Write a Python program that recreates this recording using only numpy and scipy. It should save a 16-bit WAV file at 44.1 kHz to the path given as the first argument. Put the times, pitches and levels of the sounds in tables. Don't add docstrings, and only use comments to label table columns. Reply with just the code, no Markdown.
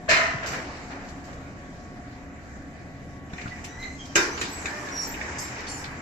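import sys
import numpy as np
from scipy import signal
from scipy.io import wavfile

SR = 44100
rng = np.random.default_rng(int(sys.argv[2]) if len(sys.argv) > 2 else 0)


def ratio(d):
    e = np.asarray(d, float) / 20
    return 10 ** e


def wav_record(signal):
    frames = np.transpose(np.atleast_2d(signal))
    bounded = np.clip(frames, -1, 1)
    quanta = np.round(bounded * 32767).astype(np.int16)
    wavfile.write(sys.argv[1], SR, quanta)


N = 265041
T = np.arange(N) / SR
STEP_HZ = 7750

# (time [s], peak level [dB], t60 [s], tilt [dB per octave])
CATCH_BLOWS = [(0.0872, -5.5, 0.79, 3.5), (0.4304, -23.5, 1, -3.5), (0.46, -25.5, 1, 9.5),
               (0.532, -22.5, 0.32, -4), (0.9046, -30.5, 0.4, -3), (0.9477, -39, 0.63, -7.5),
               (1.2406, -42, 1, 8), (1.278, -43, 1, -9), (1.5803, -58, 0.54, 13), (1.9979, -64, 0.1, 14),
               (2.5516, -47.5, 0.56, -6)]
# (time [s], peak level [dB], t60 [s], tilt [dB per octave])
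DOOR_BLOWS = [
    (4.155, -8.5, 0.28, 1),
]
# (frequency [Hz], side minus mid [dB])
WIDTH = [(30, -28), (60, -23), (130, -14), (290, -13), (630, -10), (1380, 1.5), (3020, -1), (6620, 0)]


def rms_one(x):
    return x / np.sqrt(np.mean(x ** 2) + 1e-20)


def at_hz(points, hz):
    points = np.array(points)
    return np.interp(np.log(hz), np.log(points[:, 0]), points[:, 1])


def drift(rate_hz):
    r = np.exp(-80 * np.pi * rate_hz / SR)
    slow = signal.lfilter([1], [1, -2 * r, r * r], rng.standard_normal(N // 40 + 2002))[2000:]
    return np.interp(np.arange(N) / 40, np.arange(len(slow)), rms_one(slow))


def narrow(x, hz, width_hz):
    r = np.exp(-np.pi * width_hz / SR)
    b = np.array([1, 0, -1]) * (1 - r * r) / 2
    return signal.lfilter(b, [1, -2 * r * np.cos(2 * np.pi * hz / SR), r * r], x)


def damped_swing(x, hz, t60_s, gain=1.0, t_swing=None):
    r, w = ratio(-60 / (t60_s * SR)), 2 * np.pi * hz / SR
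    return signal.lfilter([0, gain * np.sin(w)], [1, -2 * r * np.cos(w), r * r], x)


def ringing(blows, modes, level_db, burst_s, spread):
    burst = np.zeros(N)
    for s, db, _, _ in blows:
        i = round(s * SR)
        t = T[:min(N - i, SR // 5)]
        burst[i:i + len(t)] += ratio(db + level_db) * np.exp(-t / burst_s) / np.sqrt(burst_s * SR)
    start = round(blows[0][0] * SR)
    live = slice(start, start + 3 * SR)
    contacts = (burst * rng.standard_normal((2, N)))[:, live] + 1e-18
    out = np.zeros((2, N))
    for hz, db, t60_s in modes:
        for detune, side_db in [(-1, -5), (0, 0), (1.3, -5)]:
            mid, side = damped_swing(contacts, hz * (1 + spread * detune), t60_s, ratio(db + side_db))
            out[:, live] += mid + ratio(at_hz(WIDTH, hz)) * side * [[1], [-1]]
    return out


def struck_steel():
    # (frequency [Hz], level [dB], t60 [s])
    catch_modes = [(634, -2, 0.6), (655, -4, .7), (677, -6.5, 1), (1011, -13, 0.79), (1268, -10, 0.66),
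                   (1717, -1.5, 0.6), (1760, -5, 0.5), (1820, -1, 0.68), (2000, -3, 0.68), (2105, -2, 0.6),
                   (2450, -2, 0.32), (2730, -5.5, 0.48), (3060, -10.5, 0.33), (4120, -6.5, 0.36)]
    door_modes = [(338, -8, .6), (404, -9, .45), (592, -10, .3), (1389, -2, .4), (1434, -4, .35),
                  (1609, -1, .33), (2030, -7, .25), (2353, -1, .25), (2449, -1, .25), (3047, -10, .15),
                  (3682, -2, .16), (4705, -15, .15), (5500, -8, .2), (6503, -13, .2)]
    latch_modes = [(1517, -7, 0.06), (1830, -4.5, 0.11), (2320, -4.5, 0.18), (2480, -3.5, 0.095),
                   (3600, -5.5, 0.093), (4000, -10, 0.07), (5450, -15, .06), (6900, -8.5, 0.061)]
    # (time [s], peak level [dB])
    rebounds = [(0.091, -11), (0.104, -11.5), (0.119, -8), (0.135, -7.5), (0.165, -11.5), (0.192, -12),
                (0.214, -16), (0.238, -18.5), (0.275, -18)]
    # (time [s], peak level [dB])
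    latch_ticks = [(3.334, -29), (3.38, -35), (3.643, -36), (4.4135, -21), (4.4255, -26), (4.6562, -21),
                   (4.8867, -30), (5.212, -32), (5.8425, -32)]
    rebound_blows = [(s, db, 0, 0) for s, db in rebounds]
    latch_blows = [(s, db, 0, 0) for s, db in latch_ticks]
    out = ringing(CATCH_BLOWS[:1], catch_modes, level_db=-19.0, burst_s=0.057, spread=0.00904)
    out += ringing(rebound_blows, catch_modes, level_db=-22.5, burst_s=0.004, spread=0.02005)
    out += ringing(DOOR_BLOWS, door_modes, level_db=-13, burst_s=0.03, spread=0.0129)
    out += ringing(latch_blows, latch_modes, level_db=-9.5, burst_s=0.0037, spread=0.015)
    return out


def blow_power(s, band_db, t60_s, rise_s):
    i, power = round(s * SR), np.zeros(N)
    t = T[:min(N - i, round(1.3 * t60_s * SR))]
    power[i:i + len(t)] = ratio(band_db) ** 2 * (1 - np.exp(-t / rise_s)) ** 2 * 1e-6 ** (t / t60_s)
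    return power


def clatter_power(blows, colour, hz, rise_s, low_longer):
    octaves = np.log2(max(hz, 500) / 2500)
    power = np.zeros(N)
    for s, db, t60_s, tilt in blows:
        band_db = db - 14.5 + at_hz(colour, hz) + tilt * octaves
        power += blow_power(s, band_db, t60_s * 2 ** (-low_longer * octaves), rise_s)
    return power


def tap_power(hz):
    # (time [s], peak level [dB])
    thuds = [
        (0.341, -20.5),
        (0.501, -21),
        (0.571, -25),
        (3.333, -31),
        (3.457, -27),
    ]
    # (time [s], peak level [dB], t60 [s], centre [Hz])
    knocks = [(0.08, -14.5, 0.093, 1520), (3.297, -39, 0.14, 2480), (3.381, -26, 0.51, 2100),
              (3.643, -28, 0.24, 2400), (3.645, -30, .12, 5900), (3.645, -31, .2, 4750),
              (3.83, -35, .3, 2490), (3.457, -26.5, 0.23, 1370), (3.52, -32, .15, 2100),
              (3.555, -33, 0.6, 2000), (4.413, -16.5, 0.088, 7300), (4.414, -23.5, 0.79, 356),
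              (4.656, -18.5, 0.3, 1780), (5.14, -18, 0.083, 2580), (5.212, -16, 0.081, 1970),
              (5.357, -22, .067, 2180), (5.59, -35, 0.086, 4600), (5.841, -24.5, 0.14, 4080)]
    # (time [s], peak level [dB], t60 [s], centre [Hz])
    rattles = [(3.333, -43, 0.048, 1810), (3.413, -31, 0.085, 2480), (3.475, -37.5, 0.19, 3200),
               (3.643, -37, 0.1, 5000), (3.825, -36.5, 0.3, 2380), (4.053, -36.5, 0.12, 5200),
               (4.375, -24, 0.14, 2200), (4.412, -21.5, 0.37, 2450), (4.655, -31.5, 0.39, 4970),
               (5.385, -40, 0.66, 6320), (0.77, -39, 0.15, 5270), (1.085, -40, 0.17, 6000),
               (1.33, -41, .1, 4800), (5.668, -32, .25, 4960)]
    taps = [(s, db, 0.21, 148, 0.5) for s, db in thuds]
    taps += [(*row, 0.27) for row in knocks]
    taps += [(*row, 1.1) for row in rattles]
    power = np.zeros(N)
    for s, db, t60_s, centre_hz, octaves in taps:
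        off_db = -6 * (np.log2(hz / centre_hz) / octaves) ** 2
        if off_db > -40:
            power += blow_power(s, db - 16.0 + off_db, max(t60_s, .02), rise_s=0.0012)
    return power


def slip_tone(track, multiples, levels_db, wobble, flutter_db):
    grain_share, grain_hz, fade_s = .28, 140, .008
    s, hz, db = np.transpose(track)
    live = slice(round(s[0] * SR), round(s[-1] * SR))
    t, out = T[live], np.zeros(N)
    pitch_hz = np.interp(t, s, hz) * (1 + wobble * drift(67.0)[live])
    phase = 2 * np.pi * np.cumsum(pitch_hz) / SR
    fade = np.clip(np.minimum(t - s[0], s[-1] - t) / fade_s, 0, 1)
    low_pass = signal.butter(2, grain_hz, fs=SR, output="sos")
    for m, partial_db in zip(multiples, levels_db):
        grain = grain_share * rms_one(signal.sosfilt(low_pass, rng.standard_normal((2, len(t)))))
        rough = np.sin(m * phase) * (1 + grain[0]) + np.cos(m * phase) * grain[1]
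        rough /= np.sqrt(1 + 2 * grain_share ** 2)
        out[live] += ratio(partial_db + flutter_db * drift(40.0)[live]) * rough
    out[live] *= np.sqrt(2) * ratio(np.interp(t, s, db)) * fade
    return out


def squeals():
    squeal = [(3.65, 1950, -63), (3.71, 1924, -52.5), (3.785, 1980, -56), (3.8, 2040, -44),
              (3.842, 2058, -34), (3.88, 2014, -48), (3.9, 2033, -50), (3.94, 2070, -47), (3.98, 2040, -64)]
    squeal_partials_db = [1, -12, -16.5, -12, -24, -23, -22]
    short_squeal = [(3.982, 3260, -60), (4.01, 3220, -44.5), (4.06, 3140, -56.5), (4.14, 3110, -72)]
    short_partials_db = [3, -9, -6, -15]
    run_up = [(4.29, 5640, -52), (4.32, 5800, -54), (4.328, 6020, -44), (4.35, 6120, -40),
              (4.366, 6100, -56), (4.372, 6950, -52), (4.4, 7000, -49), (4.48, 7000, -60)]
    creak = [(4.69, 1808, -47), (4.7, 1714, -38), (4.766, 1817, -33.5), (4.86, 1765, -39),
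             (4.886, 1662, -37), (4.956, 1600, -39.5), (4.966, 1832, -85), (5.0, 1706, -32)]
    creak_partials_db = [-14, -13, -8, -18]
    shriek = [(4.915, 5620, -46), (4.946, 5710, -38), (4.97, 5650, -36), (4.994, 5619, -29),
              (5.03, 5610, -37), (5.055, 5600, -50), (5.09, 5540, -58), (5.11, 5500, -66)]
    # (start [s], length [s], start pitch [Hz], glide [%],
    # level [dB])
    squeaks = [(3.64, 0.2, 5900, 0, -53), (4.43, .07, 11860, 4.5, -36), (4.453, 0.1, 12640, 4, -37),
               (5.4, 0.12, 16000, -5, -45), (5.05, 0.1, 14300, -7.5, -32), (5.385, 0.1, 5250, 1.5, -43.5),
               (5.422, 0.066, 7450, 0, -42), (5.45, 0.091, 4800, -8, -59), (5.576, 0.13, 1950, 1, -45),
               (5.382, .04, 4850, 1.5, -45), (5.654, 0.12, 6240, -4.5, -50), (5.715, .04, 5300, 0, -47),
               (5.4, 0.082, 11800, 0, -40), (5.39, .05, 13000, 0, -38), (5.375, .04, 8100, -2, -49),
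               (5.685, .05, 13300, -1.5, -39), (5.67, 0.1, 4500, -3, -43), (3.815, .05, 3870, 0.5, -45),
               (3.5, 0.065, 2000, -3.5, -41), (5.684, 0.11, 7380, -6, -40), (5.675, 0.047, 8860, 3, -28.5),
               (5.762, 0.048, 9100, -1.5, -36.5)]
    more_squeaks = [(4.5, .17, 7800, -2.8, -40), (5.012, .035, 5420, -.5, -40),
                    (5.052, .04, 7450, -3, -44), (5.112, .035, 7480, -3.5, -41)]
    out = slip_tone(squeal, range(1, 8), squeal_partials_db, wobble=.009, flutter_db=2.5)
    out += slip_tone(short_squeal, range(1, 5), short_partials_db, wobble=.004, flutter_db=2)
    out += slip_tone(run_up, [1], [0], wobble=.006, flutter_db=3.5)
    out += slip_tone(creak, np.arange(1, 5) / 3, creak_partials_db, wobble=0.003, flutter_db=2.0)
    out += slip_tone(shriek, [1, 2], [0, -15], wobble=.004, flutter_db=1.5)
    share = np.array([0, 0.28, 1])
    for start, length, hz, glide, db in [*squeaks, *more_squeaks]:
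        pitch_hz = hz * (1 + glide / 100 * share)
        track = np.transpose([start + length * share, pitch_hz, [db - 13, db, db - 17.5]])
        out += slip_tone(track, [1], [0], wobble=.005, flutter_db=3)
    return out


def cab(x):
    t60_s, level_db = 0.3, -2
    t = T[:SR // 2]
    echo = rng.standard_normal((2, len(t))) * 0.00085 ** (t / t60_s) * (t > .002)
    echo /= np.sqrt(np.sum(echo ** 2, axis=1, keepdims=True))
    return ratio(level_db) * signal.fftconvolve(x[None], echo, axes=1)[:, :N]


def pushes():
    # (time [s], peak level [dB])
    floor_pushes = [
        (3.334, -21),
        (3.4575, -18.5),
        (3.485, -23.5),
        (4.437, -24.5),
    ]
    low, high = np.zeros((2, N)) + 1e-18
    for s, db in floor_pushes:
        low[round(s * SR)] = -ratio(db)
    high[round(5.607 * SR)] = ratio(-15)
    snap = signal.sosfilt(signal.butter(2, 3500, "high", fs=SR, output="sos"), high)
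    return damped_swing(low, hz=166, t60_s=0.015) + snap


def gear():
    # (time [s], rolling level [dB])
    motion = [(0.0, -47), (0.1, -41.5), (0.7, -39), (1.4, -45), (2.8, -49), (3.28, -48), (3.38, -40),
              (4.1, -42.5), (4.3, -33), (4.9, -32), (5.4, -30), (5.7, -33), (6.01, -36.5)]
    # (time [s], rolling level [dB], sliding level [dB], t60 [s])
    hall_echoes = [
        (0.09, -25.5, -46, 1.54),
        (4.156, -20.5, -22, 0.88),
    ]
    # (time [s], peak level [dB], rise [s], t60 [s])
    puffs = [(3.64, -45, 0.0028, 0.15), (3.79, -51, 0.014, 0.18), (3.99, -89, 0.0043, 0.24),
             (4.152, -36.5, 0.0015, 0.4), (4.402, -46, 0.0031, 0.73), (4.75, -46, 0.16, 1),
             (5.0, -42, 0.019, 0.5), (5.38, -41, .005, 0.41), (5.68, -46.5, 0.0036, 0.61),
             (5.77, -47.5, 0.0073, 0.44)]
    slide_under_roll_db, slide_lag_db_per_s, braking_s = 10, 5.5, 4.83
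    echo_rise_s = 0.019
    motion_db = np.interp(T, *np.transpose(motion))
    slide_db = motion_db - slide_under_roll_db - slide_lag_db_per_s * np.maximum(T - braking_s, 0)
    roll, hiss, swish = ratio(motion_db) ** 2, ratio(slide_db) ** 2, np.zeros(N)
    for s, roll_db, hiss_db, t60_s in hall_echoes:
        roll += blow_power(s, roll_db, t60_s, echo_rise_s)
        hiss += blow_power(s, hiss_db, t60_s / 2, echo_rise_s / 2)
    for s, db, rise_s, t60_s in puffs:
        swish += blow_power(s, db, t60_s, rise_s)
    return np.sqrt([roll, hiss, swish])


def noisy_parts():
    # (frequency [Hz], level per band [dB])
    catch_clatter = [(150, -45), (300, -19), (450, -19.5), (650, -11), (850, -14), (1200, -7.5),
                     (1800, -2.5), (2500, -5), (3300, -13.5), (4200, -11.5), (6000, -12), (9000, -21),
                     (13000, -22.5)]
    door_clatter = [(60, -44), (150, -63), (340, -9.5), (600, -17.5), (900, -18), (1450, -9.5),
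                    (2400, -0.5), (3200, -14), (3800, -30), (5600, -7), (7000, -4), (9000, -5),
                    (13000, -14)]
    roll_colour = [(120, -94), (300, -17), (600, -22), (900, -15.5), (1300, -20), (1900, -13.5),
                   (2600, -20), (3300, -38), (5000, -108)]
    hiss_colour = [(1500, -27), (2600, -17.5), (3300, -17.5), (4400, -13), (5500, -11.5), (7000, -11),
                   (9500, -17), (13000, -16)]
    swish_colour = [(3300, -30), (4500, -26), (5500, 0), (7200, 0.5), (9500, 8), (11500, 2.5),
                    (13500, -1.5)]
    air = [(25, -56), (50, -64), (75, -47), (100, -60), (130, -52), (270, -51), (400, -60.5), (700, -54.5),
           (950, -72.5), (1900, -57), (2600, -76.5), (3300, -73), (6300, -100), (7400, -73.5), (12000, -71)]
    # (frequency [Hz], left minus right [dB])
    lean = [(60, 0.2), (180, 0.5), (540, 1), (1610, 0), (4840, 0), (9000, -2.5)]
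    bumps = ratio(0.5 * drift(43))
    roll, hiss, swish = gear() * bumps
    rattle = ratio(0.83 * drift(61)) ** 2
    out, white = np.zeros((2, N)), rng.standard_normal((2, 2, N + SR // 2))
    edges_hz = STEP_HZ * 2 ** (np.arange(-25, 4) / 3)
    for k, (low, high) in enumerate(zip(edges_hz, edges_hz[1:])):
        hz = np.sqrt(low * high)
        order = 2 if hz < STEP_HZ else 5
        band = signal.butter(order, [low, high], "band", fs=SR, output="sos")
        mid, side = signal.sosfilt(band, white[k % 2])[:, -N:]
        blows = clatter_power(CATCH_BLOWS[:1], catch_clatter, hz, rise_s=0.0098, low_longer=0.47)
        blows += clatter_power(CATCH_BLOWS[1:], catch_clatter, hz, rise_s=0.00061, low_longer=0.47)
        blows += clatter_power(DOOR_BLOWS, door_clatter, hz, rise_s=0.00029, low_longer=0.81)
        power = rattle * (blows + tap_power(hz))
        power += (roll * ratio(at_hz(roll_colour, hz))) ** 2
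        power += (hiss * ratio(at_hz(hiss_colour, hz) + 2.0 * drift(5.3))) ** 2
        power += (swish * ratio(at_hz(swish_colour, hz) + 0.94 * drift(17))) ** 2
        power += ratio(at_hz(air, hz)) ** 2
        gain = np.sqrt(power * SR / 2 / (high - low)) * ratio(1.43 * drift(3.8))
        balance = ratio(at_hz(lean, hz) * np.array([[.5], [-.5]]))
        out += gain * balance * (mid + ratio(at_hz(WIDTH, hz)) * side * [[1], [-1]])
    return out


def whines():
    # (frequency [Hz], start level [dB], fade [dB per s])
    drive_whines = [(719, -53, 1.4), (1119, -60.5, 0), (1960, -63, 0)]
    out = np.zeros((2, N))
    for hz, db, fade in drive_whines:
        phase = 2 * np.pi * np.cumsum(hz * (1 + .0008 * drift(3))) / SR
        ear_phase = at_hz([(500, 0), (2000, .8)], hz) * np.array([[1], [-1]])
        out += np.sqrt(2) * ratio(db - fade * T + 2.5 * drift(3.5)) * np.sin(phase + ear_phase)
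    return out


def hums():
    # (frequency [Hz], width [Hz], level [dB])
    fan_hums = [(80, 14, -54), (119, 8, -55), (274, 22, -51)]
    out = np.zeros((2, N))
    for hz, width_hz, db in fan_hums:
        mid, side = narrow(narrow(rng.standard_normal((2, N)), hz, width_hz), hz, width_hz)
        out += ratio(db) * (rms_one(mid) + ratio(at_hz(WIDTH, hz)) * rms_one(side) * [[1], [-1]])
    return out


def scene():
    tones = squeals()
    near = tones * ratio(np.array([[-1.5], [1.5]]))
    return struck_steel() + near + cab(tones) + pushes() + noisy_parts() + whines() + hums()


def top_cut(x):
    return signal.sosfilt(signal.butter(12, 14500, fs=SR, output="sos"), x)


def record(dry):
    dips_hz = [3150, 3400, 3750, 4150, 4600, 6600]
    top_hz, top_db = 14400, -16
    out = signal.sosfilt(signal.ellip(9, .5, 55, STEP_HZ, fs=SR, output="sos"), dry)
    out -= .2 * narrow(out, 3280, 300)
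    for hz in dips_hz:
        out -= np.clip(3 * (drift(9) - 1.2), 0, 1) * narrow(out, hz, 170)
    edges_hz = np.linspace(STEP_HZ * 1.06, top_hz, 15)
    gaps = [drift(7) for _ in edges_hz[::3]]
    for k, (low, high) in enumerate(zip(edges_hz, edges_hz[1:])):
        strip = signal.sosfilt(signal.ellip(4, .5, 50, [low, high], "band", fs=SR, output="sos"), dry)
        kept = np.clip(6 * (.6 * drift(9) + .7 * gaps[k // 3] + .45), 0, 1)
        out += ratio(top_db) * kept * strip
    return top_cut(out)


dry = scene()
out = record(dry)
wav_record(out)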